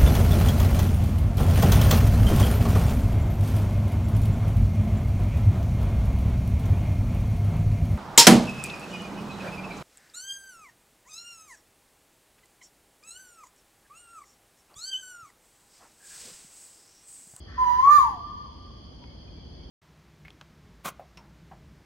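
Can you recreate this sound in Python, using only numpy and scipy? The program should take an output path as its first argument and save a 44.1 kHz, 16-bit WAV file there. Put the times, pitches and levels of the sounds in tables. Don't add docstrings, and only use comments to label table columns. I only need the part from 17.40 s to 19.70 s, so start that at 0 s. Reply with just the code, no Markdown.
import sys
import numpy as np
from scipy import signal
from scipy.fft import rfft, irfft
from scipy.io import wavfile
from scipy.ndimage import uniform_filter1d

SR = 44100
rng = np.random.default_rng(int(sys.argv[2]) if len(sys.argv) > 2 else 0)


def unload_audio(sound):
    columns = np.transpose(np.atleast_2d(sound))
    steps = np.round(np.clip(columns, -1, 1) * 32767)
    wavfile.write(sys.argv[1], SR, steps.astype(np.int16))


N = 101429
T = np.arange(N) / SR
FREQS = np.maximum(np.arange(N // 2 + 1) * SR / N, 1)

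# time in seconds, level in dB.
WHISTLE_LEVEL = [(.168, -61), (.184, -26), (.22, -21), (.25, -27.5), (.272, -19), (.3, -18.5),
                 (.375, -24.5), (.4, -18.5), (.417, -23), (.46, -15), (.53, -13.5), (.575, -14), (.62, -22),
                 (.655, -26.5), (.678, -32), (.72, -47), (.77, -46), (.82, -55.5)]
# frequency in Hz, relative level in dB.
THROAT_RESPONSE = [(1400, -62), (2000, -50.5), (2400, -49), (2900, -57), (3900, -64.5), (4850, -61.5),
                   (5400, -69.5), (5900, -63), (6500, -58), (6900, -73), (7250, -73), (7500, -87.5),
                   (7900, -77.5), (8800, -75.5), (9300, -69.5), (9900, -89.5), (10700, -80), (11200, -63),
                   (11900, -82), (12700, -80.5), (15500, -93)]
def whistle(phase, hz):
    knee_db, growth = -18, .15
    level_db = in_time(WHISTLE_LEVEL)
    effort_db = level_db - knee_db
    overtone_gain = from_db(np.minimum(effort_db, growth * effort_db))
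    overtones = sum(from_db(at_hz(THROAT_RESPONSE, k * hz)) * np.sin(k * phase) for k in range(2, 14))
    sounding = (T > WHISTLE_LEVEL[0][0]) * (T < WHISTLE_LEVEL[-1][0])
    return sounding * (from_db(level_db) * np.sin(phase) + overtone_gain * overtones)


# frequency in Hz, relative level in dB.
REEDY_SPECTRUM = [(600, -36.5), (900, -33), (1490, -14), (1790, -2.5), (2090, -27), (2700, -29),
                  (3300, -35.5), (3600, -26), (3880, -21.5), (4170, -19.5), (4500, -33.5), (4780, -17),
                  (5400, -38), (5970, -28.5), (6270, -27.5), (6570, -25), (6880, -18), (7200, -24),
                  (7600, -51.5), (8670, -35.5), (9300, -28.5), (9850, -28.5), (10600, -45), (11100, -33),
                  (12250, -31), (12900, -44.5), (14050, -38), (15500, -45)]
def reedy_partials(phase, top_hz):
    multiples = [k / 4 for k in range(2, 52) if k != 4]
    partials = sum(from_db(at_hz(REEDY_SPECTRUM, k * top_hz)) * np.sin(k * phase + 2 * np.pi * rng.random())
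                   for k in multiples)
    return from_db(-34) * bell(T, centre=.544, width=.032) * partials


# time in seconds, level in dB.
HISS_LEVEL = [(0, -87), (.09, -54.5), (.19, -48.5), (.42, -47.5), (.55, -58), (.65, -55), (.74, -58.5),
              (.82, -88.5)]
# frequency in Hz, relative level in dB.
HISS_SPECTRUM = [(900, -24.5), (1150, -0.5), (1340, -2), (1430, -14), (1520, -2.5), (1620, -8.5), (1850, 5),
                 (2050, -9), (2200, -14.5), (2450, -16), (2650, -21), (3300, -24), (5000, -19.5),
                 (6500, -31), (7500, -55.5), (15000, -67)]
def hiss():
    return from_db(in_time(HISS_LEVEL)) * noise(spectrum(HISS_SPECTRUM))


# time in seconds, level in dB.
RASP_LEVEL = [(.17, -100), (.19, -71.5), (.4, -78), (.46, -63), (.52, -52.5), (.58, -57), (.62, -67),
              (.67, -76.5), (.72, -100)]
# frequency in Hz, relative level in dB.
RASP_SPECTRUM = [(2000, -21), (3000, -6.5), (4000, 3.5), (4800, -9), (5400, -11.5), (6000, -3), (7000, 4),
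                 (7700, -29.5), (8500, -10), (9400, -1), (10600, -25), (11200, -2.5), (12200, 0.5),
                 (12900, -15.5), (14800, -10.5), (15700, -22.5)]
def rasp():
    return from_db(in_time(RASP_LEVEL)) * noise(spectrum(RASP_SPECTRUM))


# time in seconds, fundamental frequency in Hz.
WHISTLE_PITCH = [(.175, 1000), (.2, 1022), (.25, 990), (.3, 976), (.35, 982), (.4, 1018), (.45, 1095),
                 (.5, 1174), (.54, 1196), (.57, 1178), (.6, 1085), (.65, 945), (.7, 835), (.78, 690)]
def bird():
    jitter = .00086 * noise(bell(FREQS, 0, 200))
    hz = uniform_filter1d(in_time(WHISTLE_PITCH), size=700) * (1 + jitter)
    phase = 2 * np.pi * np.cumsum(hz) / SR
    tones = np.sqrt(2) * (whistle(phase, hz) + reedy_partials(phase, hz.max()))
    return tones + hiss() + rasp()


# delay in milliseconds, relative gain.
ECHOES_LEFT = [(4.58, 0.49), (14.92, 0.41), (17.85, 0.12), (56.96, 0.2), (99.14, 0.2)]
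ECHOES_RIGHT = [(5.12, 0.85), (16.89, 0.34), (37.71, 0.36), (46.15, 0.32), (97.03, 0.16)]
# frequency in Hz, left-minus-right level in dB.
BIRD_PAN = [(1100, 2), (2000, 3), (4000, -2), (5000, 7.5), (7000, 13), (11000, 2.5), (14000, 10.5)]
def early_sound(call):
    paths = np.array([1 + sum(gain * delay(ms) for ms, gain in side) for side in (ECHOES_LEFT, ECHOES_RIGHT)])
    leaves = scatter(call, decay(t60_s=.35, rise_s=.01))
    leaf_gain = from_db(-8.5) * spectrum([(1300, 0), (5000, 9.5)])
    arrivals = rfft(call) * paths + rfft(leaves) * leaf_gain
    return irfft(arrivals * pan(at_hz(BIRD_PAN, FREQS)) * right_later(ms=.15), N)


# delay in seconds, spread in seconds, level in dB.
FAR_ECHOES = [(0.129, .035, -18), (.35, .04, -23.5), (.47, .03, -26.5), (.7, .025, -39.5),
              (0.851, 0.067, -41)]
def park_reverberation(call):
    tail = from_db(-22.5) * scatter(call, decay(t60_s=2.0, rise_s=.037))
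    echoes = sum(from_db(db) * scatter(call, bell(T, lag, spread)) for lag, spread, db in FAR_ECHOES)
    lowpass = signal.butter(2, 1200, fs=SR, output="sos")
    return signal.sosfilt(lowpass, tail + echoes)


# frequency in Hz, relative level in dB.
TRAFFIC_SPECTRUM = [(20, -22.5), (35, -16.5), (52, 0.5), (68, -1), (90, -4.5), (125, -10), (180, -13.5),
                    (240, -12.5), (400, -19.5), (650, -24), (950, -28), (1400, -36.5), (2100, -37.5),
                    (2700, -41.5), (4000, -48), (7000, -67), (8000, -68), (15000, -65.5)]
# time in seconds, level in dB.
TRAFFIC_LEVEL = [(0, -45), (.8, -44.5), (1.2, -45.5), (1.7, -44), (2.1, -43.5), (2.3, -43.5)]
def traffic():
    return from_db(in_time(TRAFFIC_LEVEL)) * stereo_noise(spectrum(TRAFFIC_SPECTRUM))


# centre in Hz, width in Hz, level in dB, left-minus-right level in dB.
INSECT_BANDS = [(3233, 133, -60.5, -4), (4688, 247, -59.5, 4), (6050, 270, -73.5, 8),
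                (9800, 450, -84, 12.5)]
def insects():
    flutter_depth, flutter_width_hz = .069, 62.8
    chorus = np.zeros((2, N))
    for hz, width, db, side_db in INSECT_BANDS:
        band = stereo_noise(bell(FREQS, hz, width * np.sqrt(2)))
        flutter = 1 + flutter_depth * noise(bell(FREQS, 0, flutter_width_hz))
        chorus += from_db(db) * pan(side_db) * band * flutter
    return chorus


# peak time in seconds, half length in seconds, pitch in Hz, level in dB.
RING_AND_CHIRPS = [(1.635, .016, 956, -56), (1.686, 0.039, 2196, -66.5), (1.882, 0.0063, 2460, -64.5),
                   (1.99, .03, 2310, -69), (2.21, .03, 2237, -69)]
def ring_and_chirps():
    return sum(from_db(db) * bell(T, peak, half_length) * stereo_noise(bell(FREQS, hz, width=38))
               for peak, half_length, hz, db in RING_AND_CHIRPS)


# frequency in Hz, relative level in dB.
TICK_SPECTRUM = [(500, -20), (950, 1), (1400, 0), (3000, -2), (4500, -4), (5800, -14), (7000, -35),
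                 (12000, -60)]
def tick():
    return from_db(-50) * bell(T, centre=1.641, width=.0022) * stereo_noise(spectrum(TICK_SPECTRUM))


# frequency in Hz, coherence from 0 to 1.
COHERENCE = [(60, 0.95), (170, 1), (350, .5), (700, 0), (2000, 0), (10000, 0.22)]
def stereo_noise(gain):
    alike = at_hz(COHERENCE, FREQS)
    mid, side = rfft(rng.standard_normal((2, N)))
    channels = np.sqrt(1 + alike) * mid + np.sqrt(1 - alike) * side * [[1], [-1]]
    x = irfft(gain * right_later(ms=.275) * channels, N)
    return x / x.std()


def noise(gain):
    x = irfft(rfft(rng.standard_normal(N)) * gain, N)
    return x / x.std()


def scatter(x, envelope):
    response = rng.standard_normal((2, N)) * envelope / np.sqrt(np.sum(envelope ** 2))
    return signal.fftconvolve(x[None], response, axes=1)[:, :N]


def decay(t60_s, rise_s):
    return from_db(-60 * T / t60_s) * (1 - np.exp(-T / rise_s))


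def delay(ms):
    return np.exp(-2j * np.pi * FREQS * ms / 1000)


def right_later(ms):
    return np.array([delay(0), delay(ms)])


def pan(db):
    gains = from_db(np.array([db, -db]).reshape(2, -1) / 2)
    return gains / np.sqrt(np.mean(gains ** 2, axis=0))


def bell(x, centre, width):
    return np.exp(-.5 * ((x - centre) / width) ** 2)


def from_db(db):
    return 10 ** (np.asarray(db) / 20)


def in_time(rows):
    return np.interp(T, *np.transpose(rows))


def at_hz(rows, hz):
    f, value = np.transpose(rows)
    return np.interp(np.log(hz), np.log(f), value)


def spectrum(rows):
    return from_db(at_hz(rows, FREQS))


def scene():
    call = bird()
    return early_sound(call) + park_reverberation(call) + traffic() + insects() + ring_and_chirps() + tick()


def record(dry):
    fade_s, cutoff_hz = .004, 15700
    lowpass = signal.ellip(10, .1, 80, cutoff_hz, fs=SR, output="sos")
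    return signal.sosfilt(lowpass, dry * np.minimum(T / fade_s, 1))


dry = scene()
out = record(dry)
unload_audio(out)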